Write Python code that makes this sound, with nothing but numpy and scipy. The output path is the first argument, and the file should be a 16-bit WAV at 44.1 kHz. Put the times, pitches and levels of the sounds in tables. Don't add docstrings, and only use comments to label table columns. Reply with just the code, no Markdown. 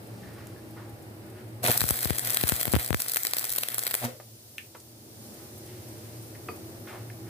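import sys
import numpy as np
from scipy import signal
from scipy.fft import rfft, irfft, next_fast_len
from scipy.io import wavfile
from scipy.ndimage import uniform_filter1d

SR = 44100
rng = np.random.default_rng(int(sys.argv[2]) if len(sys.argv) > 2 else 0)


def unload_wav(signal):
    wavfile.write(
        sys.argv[1],
        SR,
        np.round(np.clip(np.atleast_2d(signal).T, -1, 1) * 32767).astype(np.int16),
    )


def boost(x):
    u = np.asarray(x, float) / 20
    return 10 ** u


N = 321482
TIME, PADDED = np.arange(N) / SR, next_fast_len(N, real=True)
RIPPLE_HZ, RIPPLE_PEAK_S = 120.35, 0.0052
BURN_START_S, BURN_END_S = 1.63, 3.95

# time in seconds, level in dB, rise and fall in seconds.
FLARES = [
    (1.651, -22.5, 0.0051, 0.01),
    (1.675, -31, 0.0067, 0.0071),
    (1.698, -10.5, 0.0061, 0.0078),
    (1.762, -39, 0.011, 0.037),
    (4.053, -26, 0.012, 0.015),
]
# time in seconds, gain in dB.
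GAIN = [
    (0, 3),
    (1.7, 1.5),
    (3, -11),
    (4.2, -9),
    (5.0, -7),
    (5.28, -1),
    (6, 1),
    (6.6, 2.5),
    (7.3, 3.5),
]


def level(x, db):
    return x * boost(db) / np.sqrt(np.mean(x ** 2))


def curve(table, column, outside=-120):
    rows = np.array(table, float)
    return np.interp(TIME, rows[:, 0], rows[:, column], left=outside, right=outside)


def along_hz(points):
    hz, value = np.transpose(points)
    bins_hz = np.arange(PADDED // 2 + 1) * SR / PADDED
    return np.interp(np.log(bins_hz + 1), np.log(hz), value)


def colour(x, points):
    gain = boost(along_hz(points))
    gain = gain / np.sqrt(np.mean(gain ** 2))
    return irfft(rfft(x, PADDED) * gain, PADDED)[..., :N]


def band(x, hz, width_hz):
    return signal.lfilter(*signal.iirpeak(hz, hz / width_hz, SR), x)


def narrow_band(x, hz, width_hz):
    return band(band(x, hz, width_hz), hz, width_hz)


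def walk(rate):
    k = int(SR / rate)
    held = np.repeat(rng.standard_normal(N // k + 1), k)
    return 1.79 * uniform_filter1d(uniform_filter1d(held, k), k)[:N]


def swell(s, rise_s, fall_s):
    span = slice(max(int((s - 8 * rise_s) * SR), 0), min(int((s + 8 * fall_s) * SR), N))
    t = TIME[span] - s
    return span, np.exp(np.where(t < 0, t / rise_s, -t / fall_s))


def swells(rows):
    out = np.zeros(N)
    for s, db, rise, fall in rows:
        span, shape = swell(s, rise, fall)
        out[span] += boost(db) * shape
    return out


def wide(points):
    # frequency in Hz, left-right likeness from -1 to 1.
    likeness = [(60, 1), (300, 0.73), (640, 0.61), (1400, -0.27), (16000, -0.11)]
    alike = np.clip(along_hz(likeness), -1, 1)
    mid, side = rfft(rng.standard_normal((2, PADDED)))
    mid = mid * np.sqrt((1 + alike) / 2)
    side = side * np.sqrt((1 - alike) / 2)
    return colour(irfft(np.array([mid + side, mid - side]), PADDED), points)


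def arc():
    # time in seconds, level in dB.
    burning = [(1.626, -50), (1.636, -35.5), (1.69, -23), (1.8, -36), (2.1, -39), (2.5, -34), (2.7, -41.5),
               (2.8, -34), (2.88, -45.5), (2.92, -46), (3.0, -38.5), (3.19, -47), (3.3, -43), (3.7, -42),
               (3.96, -45), (4.05, -41.5), (4.1, -62)]
    # frequency in Hz, level in dB per Hz.
    hiss_tone = [(2350, -83), (4000, -8.5), (5500, -11), (7070, -12.5), (8050, -3), (9850, -8), (10700, -4),
                 (12200, -3), (14400, -3.5), (15300, 0), (16500, -33)]
    # frequency in Hz, level in dB per Hz.
    roar_tone = [(240, -8), (400, -3.5), (693, -2), (912, -6), (1970, 2), (2830, -7), (3310, -3),
                 (4700, -10), (5600, -27), (6500, -85), (11000, -120)]
    ripple = np.cos(2 * np.pi * RIPPLE_HZ * (TIME - RIPPLE_PEAK_S))
    cycle = np.round(RIPPLE_HZ * (TIME - RIPPLE_PEAK_S)).astype(int)
    luck = rng.random(N // 300)[cycle] ** 1.55
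    flare = boost(12.3 * (ripple + 1) / 2 * luck + 1.3 * walk(29.76))
    treble = boost(curve(burning, 1) + 1) * flare
    body = boost(curve(burning, 1) - 11) * boost(1.44 * walk(45)) * flare
    growl = swells([(s, db - 16, 0.025, 0.03) for s, db, *_ in FLARES]) * (TIME > BURN_START_S) * flare

    snap, thud = np.zeros((2, N))
    for s, db, body_db, ms in pops():
        span, broad = swell(s, 0.00037 * ms, 0.00046 * ms)
        crack_span, crack = swell(s, 0.00008, 0.0003)
        treble[span] += boost(db + 2) * broad
        treble[crack_span] += boost(db + 7.5) * crack
        body[span] += boost(db + body_db) * broad
        body[crack_span] += boost(db + body_db - 17) * crack
        snap[int(s * SR)] = -boost(db + 14)
        thud[int(s * SR)] = -boost(db + body_db + 13)

    common, *own = rng.standard_normal((3, N)) * boost(3.15 * rng.standard_normal((3, N)))
    plasma = level(common + 0.9 * np.array(own), 0)
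    sound = colour(plasma * treble + snap, hiss_tone)
    sound += boost(5) * colour(plasma[:, ::-1] * body + thud, roar_tone)
    sound += boost(10) * band(np.roll(plasma, shift=SR, axis=1) * growl, 1400, 2100)
    sound = signal.lfilter(*signal.butter(2, 87, "high", fs=SR), sound)
    return np.array([sound[0], np.roll(sound[1], shift=13) * boost(-1.5)])


def pops():
    # time in seconds, peak in dB, body minus treble in dB, length in ms.
    singles = [(1.6416, -27, -9, 4.6), (1.777, -14.5, -28, 5.3), (1.8905, -14, -24, 3.5),
               (1.9083, -9, -14, 2.6), (2.0299, -25, -15, 5.6), (2.0477, -18, -14, 1.9),
               (2.2731, -24.5, -10, 8.8), (2.3049, -19.5, -14, 5), (2.3458, -17.5, -13, 3.6),
               (2.3717, -12, -6.5, 2), (2.412, -21.5, -9, 3.3), (2.438, -19.5, -0.5, 1.9),
               (2.4909, -9, -12.5, 1.8), (2.496, -10, -6.5, 1.8), (2.6123, -22.5, -9.5, 5.9),
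               (2.6305, -24, -9.5, 5.7), (2.6547, -21.5, -1.5, 0.95), (2.753, -18, -4, 6.1),
               (3.0022, -23.5, -9.5, 2.3), (3.02, -21.5, -14.5, 4.5), (3.097, -26, -16, 5.2),
               (3.119, -20.5, -22, 4.2), (3.234, -19, -18, 1.3), (3.2695, -18.5, -8, 3.1),
               (3.3356, -16.5, -5, 1.1), (3.3683, -22, -7.5, 2.3), (3.585, -18, -9, 4.4),
               (3.6349, -22.5, -4.5, 3.6), (3.6866, -23, -5.5, 1.7), (3.9111, -27, -4, 2.5),
               (3.916, -31.5, -1, 2.7)]
    # time in seconds, first peak in dB, second peak in dB, body minus treble in dB.
    doubles = [(1.6545, -26.5, -19.5, 3), (1.698, -26, -19, -1), (1.7157, -14, -14, -19),
               (1.8071, -14, -15.5, -8), (2.1851, -21, -20, -10), (2.7196, -28, -23, -21),
               (3.1364, -22, -24, -14.5), (3.1607, -19, -12.5, -7.5), (3.2511, -20.5, -31, -6.5),
               (3.385, -19, -21, -17), (3.443, -23, -27, -11.5), (3.4948, -24.5, -26, -18),
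               (3.783, -20, -20.5, -11), (3.827, -39, -25, -11), (3.868, -19.5, -22, -5),
               (3.9423, -18.5, -17, -2.5), (4.0425, -42, -34, 1.5)]
    # time in seconds, peak in dB.
    spits = [(1.633, -33), (1.6745, -16), (1.683, -33), (1.733, -36), (1.9015, -26), (1.8397, -26),
             (1.8546, -28), (1.883, -27), (1.9796, -41), (2.0431, -29), (2.0505, -42), (2.056, -35),
             (2.101, -53), (2.1061, -25), (2.25, -28), (2.261, -32), (2.3345, -26), (2.2984, -30),
             (2.432, -25), (2.4804, -22), (2.521, -22), (2.5988, -31), (2.6054, -26), (2.6706, -32),
             (2.679, -34), (2.7367, -27), (2.763, -24), (2.795, -39), (2.813, -38), (2.847, -30),
             (2.878, -29), (2.888, -37), (2.9062, -33), (2.9305, -33), (2.7693, -23), (2.829, -31),
             (2.8623, -30), (2.946, -23), (3.006, -29), (3.045, -40), (3.084, -25), (3.089, -30),
             (3.176, -24), (3.228, -43), (3.3465, -29), (3.311, -33), (3.5191, -26), (3.525, -23),
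             (3.536, -27), (3.562, -22), (3.611, -39), (3.629, -39), (3.852, -51), (3.937, -33),
             (3.745, -26)]
    spit_body_db, spit_ms = -19, 3.6
    again_s, double_ms = 0.0093, 3.25

    twice = []
    for s, first_db, second_db, body_db in doubles:
        twice.append((s, first_db, body_db, double_ms))
        twice.append((s + again_s, second_db, body_db - 3, double_ms))
    thin = [(s, db, spit_body_db, spit_ms) for s, db in spits]

    first, last = np.round(np.array([BURN_START_S, BURN_END_S]) * RIPPLE_HZ)
    peaks = np.arange(first, last) / RIPPLE_HZ + RIPPLE_PEAK_S
    luck = rng.standard_normal((len(peaks), 4))
    faint = []
    for k in np.argsort(luck[:, 0])[:int(0.1 * len(peaks))]:
        s = peaks[k] + 0.0017 * luck[k, 1]
        faint.append((s, -37 + 2.5 * luck[k, 2], spit_body_db + 5 * luck[k, 3], spit_ms))
    return singles + twice + thin + faint


def pulses(orders, phase):
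    return level(sum(boost(db + 1.5 * walk(20)) * np.cos(k * phase) for k, db in orders), 0)


def buzz():
    # multiple of the ripple, level in dB.
    steady_orders = [(1, 3.5), (2, -8), (3, -17), (4, -8.5), (5, -45), (6, -8.5), (8, -52)]
    # multiple of the ripple, level in dB.
    breaking_orders = [(1, 2.5), (2, 0), (3, -12.5), (4, -10), (6, -7)]
    # time in seconds, level in dB.
    drone_levels = [
        (1.62, -45.5),
        (2.85, -44.5),
        (3.15, -61.5),
        (4.15, -51.5),
    ]
    # time in seconds, level in dB, rise and fall in seconds.
    rattles = [
        (1.64, -28, .003, .013),
        (1.685, -16.5, 0.0065, 0.017),
        (1.75, -32.5, .004, 0.024),
        (4.022, -35.5, 0.0044, 0.028),
        (4.041, -30, 0.0037, 0.0069),
        (4.052, -32, .003, .003),
    ]
    phase = 2 * np.pi * RIPPLE_HZ * (TIME - RIPPLE_PEAK_S) + 0.53
    steady = pulses(steady_orders, phase)
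    breaking = pulses(breaking_orders, phase)
    rattle = rng.standard_normal(N) * np.exp(0.34 * np.cos(phase))
    rattle = level(band(band(rattle, 670, 380), 650, 400), -2.4)
    drone = boost(curve(drone_levels, 1))
    flaring = swells(FLARES) * np.where(TIME < BURN_END_S, steady, breaking)
    shake = drone * boost(-6) + swells(rattles)
    return drone * steady + flaring + shake * rattle


def thumps():
    # time in seconds, port, size of pressure step, size of click, click delay in ms.
    hits = [(1.8164, 0, 0.24, -0.77, -0.32), (1.8399, 0, -0.25, 0.069, -0.26),
            (1.8877, 0, -0.0089, -0.23, 0.34), (1.908, 0, 0.44, 0.066, -0.32),
            (2.0562, 0, -0.24, -0.013, 0.041), (2.106, 0, -0.47, -0.46, -0.11),
            (2.4374, 0, -0.42, -0.22, -0.23), (2.5214, 0, 0.4, 0.24, 0.053),
            (2.6705, 0, -0.047, 0.07, -0.11), (2.6789, 0, -0.16, 0.069, 0.22), (2.737, 0, 1, 0.48, -0.12),
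            (2.7436, 0, -1.16, -0.79, -0.1), (2.754, 0, -0.15, -1.44, -0.24), (2.7638, 1, 1, 0.51, -0.089),
            (2.7688, 0, -0.19, 0.48, -0.47), (2.9064, 0, 0.46, 0.39, -0.11),
            (2.9295, 0, 0.15, -0.63, -0.39), (2.945, 0, -0.28, -1, 0.091), (2.9458, 1, 0.35, 0.35, -0.096),
            (3.17, 0, 0.0085, -0.52, -0.11)]
    jump, click = np.zeros((2, 2, N))
    for s, port, step, tap, ms in hits:
        jump[port, int(s * SR)] = step
        click[port, int((s + ms / 1000) * SR)] = tap
    push = boost(6.5) * np.cumsum(jump, axis=1) + boost(20) * band(click, 1440, 1070)
    push = signal.lfilter(*signal.butter(2, 5500, fs=SR), push)
    for low_cut_hz in (61, 76):
        push = signal.sosfilt(signal.butter(4, low_cut_hz, "high", fs=SR, output="sos"), push)
    return push


def bead():
    # frequency in Hz, level in dB per Hz.
    sizzle_tone = [(1470, -17), (2500, -9), (3860, -3.5), (5010, -1.5), (5460, -1), (6920, -3.5),
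                   (8560, -4.5), (9340, -3.5), (10300, -5), (14400, -6), (15400, -3), (16500, -11.5)]
    # frequency in Hz, width in Hz, level in dB.
    bar_ring = [(8780, 160, -16.5), (10460, 110, -16.5), (12060, 1100, -12.5), (14100, 3400, -10)]
    # time in seconds, level in dB, fall in seconds.
    puffs = [
        (4.049, -28, 0.0049),
        (4.58, -66, 0.022),
    ]
    break_s, start_db, cool_db_per_s = 4.05, -46, 4
    cooling_db = start_db - cool_db_per_s * (TIME - break_s)
    steady = (TIME > break_s) * boost(cooling_db + 0.84 * curve(GAIN, 1))
    hiss = wide(sizzle_tone) * boost(0.16 * walk(28))
    ring = sum(level(band(hiss, hz, width), db) * boost(2.1 * walk(22)) for hz, width, db in bar_ring)
    puffing = swells([(s, db, 0.003, fall) for s, db, fall in puffs])
    return (hiss + ring) * (steady + puffing)


def handling():
    # time in seconds, level in dB, rise in seconds, fall in seconds, centre in Hz.
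    scuffs = [(.2, -62.5, 0.23, 0.79, 4660), (6.051, -63, 0.16, 0.25, 2490), (.4, -55, 0.12, 0.11, 1380),
              (.775, -49, 0.0086, 0.073, 1050), (1.27, -63, 0.053, 0.076, 1290),
              (1.382, -55.5, 0.039, 0.053, 1470), (5.4, -60.5, 0.062, 0.082, 1220),
              (5.7, -58.5, 0.055, 0.12, 2190), (6.492, -43, 0.003, 0.053, 280),
              (6.5, -54, .005, 0.045, 900), (6.72, -62, 0.021, 0.036, 740),
              (6.874, -45.5, 0.0029, 0.082, 1580), (6.875, -59, 0.0029, 0.045, 3800),
              (6.95, -43.5, 0.041, 0.028, 670), (7.27, -56, 0.013, 0.061, 1310)]
    # time in seconds, level in dB, rise in seconds, fall in seconds, centre in Hz.
    groans = [
        (.2, -63, .12, 0.4, 55.4),
        (.25, -44.5, 0.069, 0.11, 195),
    ]
    # time in seconds, level in dB.
    creaks = [(.03, -59), (.072, -53), (.335, -53), (.69, -56), (.71, -55), (.895, -52), (1.025, -53),
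              (1.1, -59), (1.2, -63), (1.262, -57), (1.3, -53), (1.4, -58), (1.485, -60), (1.572, -66),
              (4.51, -60), (4.77, -54), (5.13, -58), (5.34, -47), (5.42, -55), (5.58, -46), (5.66, -49),
              (5.885, -50), (6.225, -49), (6.28, -57), (6.56, -47)]
    # time in seconds, level in dB, fall in seconds, centre in Hz, width in Hz.
    ticks = [(0.229, -54, 0.097, 1800, 620), (.56, -56.5, 0.026, 1700, 220), (9.2, -54, .015, 2440, 300),
             (0.47, -40, 0.002, 9000, 12000), (4.5823, -27, 0.0011, 2300, 1700),
             (4.586, -46, 0.012, 1800, 390), (4.5816, -38, 0.0022, 11000, 7200),
             (4.2, -40, 0.0071, 640, 950), (4.748, -41, 0.011, 770, 1200), (4.075, -42.5, .05, 490, 150),
             (4.8, -48, 0.0067, 6900, 8000), (6.35, -49, 0.0094, 2000, 710), (7.1, -38, 0.0025, 1900, 700)]
    # frequency in Hz, width in Hz, level in dB.
    bench = [(456, 36, 1), (700, 60, -3), (960, 94, -5), (1227, 39, 1), (2200, 260, -3.5), (2480, 27, -7),
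             (4640, 24, -15)]
    bursts = [(*row, 1.2 * row[-1]) for row in scuffs]
    bursts += [(*row, 28) for row in groans]
    bursts += [(s, db, 0.0014, 0.0071, 11800, 9300) for s, db in creaks]
    bursts += [(s, db, 0.0001, fall, hz, width) for s, db, fall, hz, width in ticks]
    out = np.zeros(N)
    for s, db, rise, fall, hz, width in bursts:
        span, shape = swell(s, rise, fall)
        noise = rng.standard_normal(len(shape))
        out[span] += shape * level(narrow_band(noise, hz, width), db)

    blow = np.zeros(N)
    span, shape = swell(6.4862, 0.0006, 0.003)
    blow[span] = shape * rng.standard_normal(len(shape))
    ring = sum(level(band(band(blow, hz, 4 * width), hz, width), db) for hz, width, db in bench)
    return out + boost(-26) * ring / np.abs(ring).max()


def shop():
    # frequency in Hz, level in dB per Hz.
    air_tone = [(18, -55), (30, -39), (98, -2), (190, -13.5), (331, -8.5), (409, -11.5), (592, -14.5),
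                (1030, -24), (1890, -26.5), (3300, -33.5), (5000, -32.5), (6800, -39), (8400, -32.5),
                (13000, -32.5), (15200, -32.5), (16500, -32)]
    # frequency in Hz, width in Hz, level in dB.
    fan = [(112.6, 11.6, -50), (223.5, 52, -58.5), (325.4, 9.2, -55.5), (363.6, 1.35, -61.5),
           (601.4, 5.5, -67), (815, 3.3, -69.5)]
    air = level(wide(air_tone), -48) * boost(0.5 * walk(3.1))
    hum = np.zeros(N)
    for hz, width, db in fan:
        tone = narrow_band(rng.standard_normal(N), hz, width)
        hum += level(tone, db) * boost(1.7 * walk(14))
    return signal.lfilter(*signal.butter(2, 55, "high", fs=SR), air + hum)


def room(x, wet_db, t60_s):
    t = TIME[:SR // 2]
    tail = boost(wet_db - 60 * t / t60_s) / np.sqrt(t60_s * SR / np.log(1e6))
    response = rng.standard_normal((2, len(t))) * tail * np.minimum(t / 0.00023, 1)
    return x + signal.fftconvolve(np.atleast_2d(x), response, axes=1)[:, :N]


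def scene():
    near = room(arc(), -10, 0.31) + room(handling(), -4, 0.2) + room(buzz(), -6.5, 0.032)
    return near + bead() + shop() * boost(curve(GAIN, 1)) + thumps()


def roll_off(x):
    return signal.sosfilt(signal.butter(12, 16640, fs=SR, output="sos"), x)


def record(dry):
    hold = np.exp(-1 / (0.0076 * SR))
    power = signal.lfilter([1 - hold], [1, -hold], np.mean(dry ** 2, axis=0))
    ducked = dry / (1 + power / boost(-29) ** 2) ** 0.27
    rounded = 0.8 * np.tanh(ducked / 0.8)
    top_cut = signal.ellip(8, 0.15, 35, 15480, fs=SR, output="sos")
    return roll_off(signal.sosfiltfilt(top_cut, rounded))


dry = scene()
out = record(dry)
unload_wav(out)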